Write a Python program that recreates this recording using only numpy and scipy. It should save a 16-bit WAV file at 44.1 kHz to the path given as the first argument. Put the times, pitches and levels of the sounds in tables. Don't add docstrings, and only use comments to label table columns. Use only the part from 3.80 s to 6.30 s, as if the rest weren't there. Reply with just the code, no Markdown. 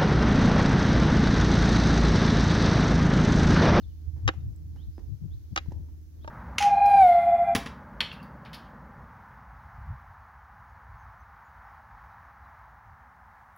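import sys
import numpy as np
from scipy import signal
from scipy.fft import rfft, irfft, next_fast_len
from scipy.io import wavfile
from scipy.ndimage import map_coordinates

SR = 44100
rng = np.random.default_rng(int(sys.argv[2]) if len(sys.argv) > 2 else 0)


def output_pcm(signal):
    pcm = np.clip(np.atleast_2d(signal).T, -1, 1) * 32767
    wavfile.write(sys.argv[1], SR, np.round(pcm).astype(np.int16))


N = 110250

# multiple of the fundamental, level in dB.
HUM_HARMONICS = [(1, -43), (2, -66), (4, -68.5)]
# time in seconds, gain in dB.
HUM_SWELL = [(0, -2.5), (0.401, 4.5), (1.0, -0.5), (1.6, -7), (1.9, 3.5), (2.2, -1.5)]
# left level in dB, right level in dB.
HISS_PORTS_DB = [-72, -70]
# frequency in Hz, relative level in dB.
HISS_SPECTRUM = [(200, -55), (700, -20.5), (1500, -0.5), (2800, -4), (4200, -2.5), (6200, 2), (8000, -9.5),
                 (10000, -6), (12500, -1), (15500, -1.5)]
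RUMBLE_SPECTRUM = [(25, -15.5), (48, 6), (70, 4.5), (110, -5.5), (180, -17.5), (260, -17.5), (305, -16),
                   (380, -25.5), (600, -36), (1500, -46), (5000, -62.5)]
PUFF_SPECTRUM = [(20, -27), (45, -20.5), (70, 4), (100, 3), (130, -2), (180, -17), (260, -26.5), (400, -40),
                 (4000, -100)]
CLOTH_SPECTRUM = [(1500, -33.5), (3200, 10.5), (4500, 13.5), (6200, 6.5), (8000, -30.5), (15000, -38.5)]
SCUFF_SPECTRUM = [(100, -33.5), (260, 8), (600, -4.5), (900, -4.5), (1250, -12), (1800, -11.5),
                  (2400, -18.5), (3500, -23), (5800, -19), (8500, -34), (15000, -37)]
GRIT_SPECTRUM = [(120, -43), (380, -5.5), (1000, -2.5), (1550, 6.5), (2200, -0.5), (3600, -7.5),
                 (5000, -12.5), (6800, -9.5), (8000, -34.5), (11000, -37), (15500, -48)]
BUCKLE_SPECTRUM = [(2000, -45), (5600, -9), (6700, -19), (7700, 8), (9000, -15), (15000, -7.5)]
# centre in seconds, Gaussian half width in seconds, left level in dB,
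# right level in dB, eddy size as a ratio.
WIND_PUFFS = [(0.061, 0.038, -37, -50, 1.16), (0.284, 0.013, -52, -27.5, 1.19),
              (0.363, 0.029, -45.5, -33.5, 1.11), (0.468, 0.018, -18.5, -28.5, 1.044),
              (0.581, 0.018, -31.5, -43, 0.98), (0.671, 0.043, -31.5, -33, 1.15),
              (0.898, 0.078, -41.5, -43, 0.93), (1.086, 0.011, -25.5, -38.5, 1.22),
              (1.234, 0.038, -46, -35.5, 1.46), (1.323, 0.026, -28.5, -68, 0.95),
              (1.445, 0.02, -29, -53, 0.73), (1.531, 0.046, -35.5, -37.5, 1.16),
              (1.729, 0.0086, -29.5, -43, 0.72), (1.887, 0.0053, -21, -36, 1.02),
              (1.975, 0.043, -32.5, -54, 1.01)]
# time in seconds, level in dB.
CLOTH_SWELL = [(0, -76.5), (.8, -87), (.97, -80), (1.451, -82), (1.681, -79), (1.85, -75.5), (2.249, -100),
               (2.42, -79.5)]
# start and length in seconds, first, middle and last pitch in Hz, level in dB.
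BIRD_CHIRPS = [(0, 0.02, 3050, 2980, 2750, -73), (0.016, 0.04, 5900, 3730, 3560, -66),
               (0.083, 0.05, 3114, 3010, 2670, -78), (0.599, 0.019, 4000, 3710, 3500, -72.5),
               (0.967, 0.082, 2800, 3335, 4380, -66.5), (1.124, 0.075, 4500, 5120, 4660, -73),
               (1.503, 0.047, 3220, 3570, 4660, -68), (2.406, 0.05, 3100, 3620, 4670, -67)]
# frequency in Hz, t60 (time to fall 60 dB) in seconds.
ROADSIDE_DECAY = [(200, 1), (1000, 0.34), (3000, 0.34), (7000, 0.28), (14000, 0.06)]
# start in seconds, scuff level
# in dB, scuff t60 in seconds, click level in dB, knock level in dB, knock frequency in Hz.
STEPS_AND_REBOUND = [(.365, -65, 0.53, -54.5, -60, 1002), (.5365, -49.5, 0.056, -62, -41, 770),
                     (.959, -54.5, 0.079, -64, -69, 800), (1.181, -65.5, 0.086, -38.5, -41, 293.5),
                     (1.190, -52, 0.049, -55.5, -55, 950), (1.859, -55.5, 0.038, -55, -52, 970),
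                     (1.908, -56, 0.061, -55, -53, 730), (1.9195, -43, 0.028, -44, -40.5, 843),
                     (2.085, -63, 0.093, -68, -58, 960)]
# start in seconds,
# level in dB, brightness in dB per octave, relative grit level in dB, relative crack level in dB.
TIP_CONTACTS = [(0.4773, -18.5, 1.5, 1, -6), (.4838, -33.5, 6.5, 0.5, -9.5), (0.4873, -22.5, -2.5, 5, 1.5),
                (1.7608, -33.5, 5, 10, 11), (1.7622, -23, 0.5, -5.5, -7.5), (1.7747, -21, 1.5, 0, -6),
                (1.7845, -33.5, 4, -3, -29)]
HANDLE_CONTACTS = [(2.4447, -49, -5, 4.5, -27), (2.4772, -33, 0, -9.5, -1)]
# nominal frequency in Hz, relative level in dB, t60 in seconds.
SHAFT_MODES = [(303, -11, .054), (505, -15, .06), (783, -8, .055), (1265, 1, .028), (1570, -6, .035),
               (1930, -10, .018), (2438, -10, .043), (2880, -11, .03), (3360, -13, .032), (4300, -17, .024),
               (6480, -25, .024), (3825, -6, .028), (4820, -10, .017), (5400, -18, .022)]
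HANDLE_MODES = [(372, -11.5, 0.059), (617, -3, 0.05), (917, 1, 0.066), (1160, 10.5, 0.0092),
                (1590, -10, 0.075), (2820, -12, 0.022), (3300, -31.5, 0.017), (3840, -18, 0.029),
                (5330, -19, 0.034)]
# time in seconds, frequency ratio of the lowest shaft modes.
GRIP_FIRMNESS = [(.48, 1.031), (1.76, 1.11)]
# frequency in Hz, left minus right in dB.
STICK_BALANCE = [(300, -1), (1000, 0.5), (1600, 1), (3500, 0), (6000, -3.5), (7300, 2.5), (12000, 12)]
# start in seconds, peak level in dB.
BUCKLE_TICKS = [(0.7616, -46.5), (2.215, -62)]

HUM_HZ, HUM_DRIFT = 77.7, 0.00688
RUMBLE_DB, RUMBLE_SWING_DB, PUFF_STEADY_S = -46, 2, 0.028
KNOCK_RISE_S, KNOCK_T60_S, CLICK_DB_PER_OCTAVE = 0.00085, 0.013, -4
GRIT_T60_S, TREBLE_T60_S, TREBLE_HZ = 0.036, 0.019, 4200
GRIT_CLUMP_DB, GRIT_WIDTH = 5.5, 0.35
IMPACT_RISE_S, GRIP_BELOW_HZ, PORT_LAG_S = 0.00046, 650, 0.00024
TIP_ECHO_DB, KNOCK_ECHO_DB, BIRD_ECHO_DB = -26, -7, -5
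LOW_CUT_HZ, TOP_HZ = 25.6, 15850


def amp(db):
    return 10 ** (np.asarray(db) / 20)


def unit(x):
    return x / np.sqrt(np.mean(x ** 2) + 1e-20)


def along(points, hz):
    knots_hz, values = np.transpose(points)
    return np.interp(np.log(hz + 1), np.log(knots_hz + 1), values)


def wobble(rate):
    return map_coordinates(rng.standard_normal(200), [np.arange(N) * rate / SR], mode="wrap")


def filtered(x, response):
    n = x.shape[-1]
    size = next_fast_len(n + 8192)
    return irfft(rfft(x, size) * response(np.fft.rfftfreq(size, 1 / SR)), size)[..., :n]


def tilt(hz, slope_db):
    return amp(slope_db * np.log2(np.clip(hz, 250, 8000) / 1500))


def noise(spectrum, shape):
    return unit(filtered(rng.standard_normal(shape), lambda hz: amp(along(spectrum, hz))))


def click(spectrum, n, slope_db):
    hz = np.fft.rfftfreq(4096, 1 / SR)
    cepstrum = irfft(np.log(amp(along(spectrum, hz)) * tilt(hz, slope_db)))
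    causal = np.r_[cepstrum[0], 2 * cepstrum[1:len(cepstrum) // 2]]
    pulse = irfft(np.exp(rfft(causal, len(cepstrum))))
    return np.pad(pulse, (0, n))[:n] / np.abs(pulse).max()


def add(track, start, sound):
    part = track[max(round(start * SR), 0):][:len(sound)]
    part += sound[:len(part)]


def hum():
    phase = 2 * np.pi * np.cumsum(HUM_HZ * (1 + HUM_DRIFT * wobble(3.37))) / SR
    tone = sum(np.sqrt(2) * amp(db + wobble(5.7)) * np.sin(round(k) * phase) for k, db in HUM_HARMONICS)
    swell_db = np.interp(np.arange(N) / SR, *np.transpose(HUM_SWELL))
    return tone * amp(swell_db) * amp([[-2], [2]])


def hiss():
    return amp(HISS_PORTS_DB)[:, None] * noise(HISS_SPECTRUM, (2, N))


def wind():
    out = amp(RUMBLE_DB + RUMBLE_SWING_DB * wobble(12)) * noise(RUMBLE_SPECTRUM, (2, N))
    t = np.arange(-SR // 5, SR // 5) / SR
    window = signal.windows.hann(int(2 * PUFF_STEADY_S * SR))
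    for centre, half_width, left_db, right_db, eddy_size in WIND_PUFFS:
        eddies = noise([(hz / eddy_size, db) for hz, db in PUFF_SPECTRUM], (2, len(t)))
        power = np.abs(signal.fftconvolve(eddies ** 2, window[None] / window.sum(), "same"))
        steady = eddies / np.sqrt(power + .01)
        puff = amp([[left_db], [right_db]]) * np.exp(-.5 * (t / half_width) ** 2) * steady
        for port, sound in zip(out, puff):
            add(port, centre + t[0], sound[centre + t >= 0])
    return out


def rustle():
    level_db = np.interp(np.arange(N) / SR, *np.transpose(CLOTH_SWELL))
    return amp(level_db + 0.53 * wobble(35)) * noise(CLOTH_SPECTRUM, (2, N)) * amp([[-2.5], [2.5]])


def birds():
    out = np.zeros(N)
    for start, length, first_hz, middle_hz, last_hz, db in BIRD_CHIRPS:
        progress = np.linspace(0, 1, int(length * SR))
        period_curve = np.polyfit([0, .5, 1], [1 / first_hz, 1 / middle_hz, 1 / last_hz], 2)
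        warble = 1 + .018 * wobble(500)[:len(progress)]
        hz = warble / np.polyval(period_curve, progress)
        envelope = np.sqrt(np.abs(np.sin(np.pi * progress ** 1.25)))
        add(out, start, amp(db) * envelope * np.sin(2 * np.pi * np.cumsum(hz) / SR))
    return out


def roadside(x):
    hz, t, spectra = signal.stft(rng.standard_normal((2, SR // 2)), SR, nperseg=256)
    decay = amp(-60 * t / along(ROADSIDE_DECAY, hz)[:, None])
    tail = signal.istft(spectra * decay, SR, nperseg=256)[1]
    return signal.fftconvolve(x[None], tail / np.linalg.norm(tail[0]), axes=1)[:, :N]


def steps_and_rebound():
    out, t = np.zeros(N), np.arange(SR // 4) / SR
    onset = 1 - np.exp(-t / KNOCK_RISE_S)
    for start, scuff_db, t60, click_db, knock_db, knock_hz in STEPS_AND_REBOUND:
        scuff = amp(scuff_db - 60 * t / t60) * noise(SCUFF_SPECTRUM, len(t))
        knock = amp(knock_db - 60 * t / KNOCK_T60_S) * np.sin(2 * np.pi * knock_hz * t)
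        pulse = amp(click_db) * click(SCUFF_SPECTRUM, len(t), CLICK_DB_PER_OCTAVE)
        add(out, start, (scuff + knock) * onset + pulse)
    return out


def grit(n, brightness):
    t = np.arange(n) / SR
    grains = rng.standard_normal((2, n)) * amp(GRIT_CLUMP_DB * rng.standard_normal(n))
    pulse = click(GRIT_SPECTRUM, n, brightness)
    crunch = unit(signal.fftconvolve(grains, pulse[None], axes=1)[:, :n])
    body = filtered(crunch, lambda hz: 1 / (1 + (hz / TREBLE_HZ) ** 8))
    return body * amp(-60 * t / GRIT_T60_S) + (crunch - body) * amp(-60 * t / TREBLE_T60_S)


def impact(contact, modes):
    start, db, brightness, grit_db, crack_db = contact
    out, t = np.zeros((2, N)), np.arange(SR // 5) / SR
    ring = np.zeros(len(t))
    for hz, mode_db, t60 in modes:
        envelope = amp(mode_db + rng.normal(0, 1) - 60 * t / t60)
        ring += envelope * tilt(hz, brightness) * np.sin(2 * np.pi * hz * t)
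    crack = amp(crack_db) * click(GRIT_SPECTRUM, len(t), brightness)
    mid, side = amp(grit_db) * grit(len(t), brightness)
    onset = 1 - np.exp(-t / IMPACT_RISE_S)
    for port, sign in zip(out, (1, -1)):
        add(port, start, amp(db) * (crack + (ring + mid + sign * GRIT_WIDTH * side) * onset))
    return out


def stick_tap(contact):
    grip = np.interp(contact[0], *np.transpose(GRIP_FIRMNESS))
    modes = [(hz * grip if hz < GRIP_BELOW_HZ else hz, db, t60) for hz, db, t60 in SHAFT_MODES]
    return impact(contact, modes)


def from_left(x):
    sides = np.array([[.5], [-.5]])

    def response(hz):
        return amp(sides * along(STICK_BALANCE, hz)) * np.exp(2j * np.pi * hz * sides * PORT_LAG_S)
    return filtered(x, response)


def buckle_ticks():
    out = np.zeros(N)
    for start, db in BUCKLE_TICKS:
        add(out, start, amp(db) * click(BUCKLE_SPECTRUM, SR // 20, slope_db=0))
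    return out


def handle_knocks():
    return sum(impact(contact, HANDLE_MODES) for contact in HANDLE_CONTACTS)


def scene():
    stick = sum(stick_tap(contact) for contact in TIP_CONTACTS) + handle_knocks()
    road_knocks, chirps = steps_and_rebound(), birds()
    tip_echo = sum(roadside(impact(contact, modes=[]).mean(0)) for contact in TIP_CONTACTS)
    near = from_left(stick) + road_knocks * amp([[-1.5], [1.5]]) + buckle_ticks() + rustle()
    echoes = amp(TIP_ECHO_DB) * tip_echo + amp(KNOCK_ECHO_DB) * roadside(road_knocks)
    echoes += amp(BIRD_ECHO_DB) * roadside(chirps)
    return near + chirps + echoes + wind() + hum() + hiss()


def record(dry):
    low_cut = signal.butter(2, LOW_CUT_HZ, "high", fs=SR, output="sos")
    return filtered(signal.sosfilt(low_cut, dry), lambda hz: hz < TOP_HZ)


dry = scene()
out = record(dry)
output_pcm(out)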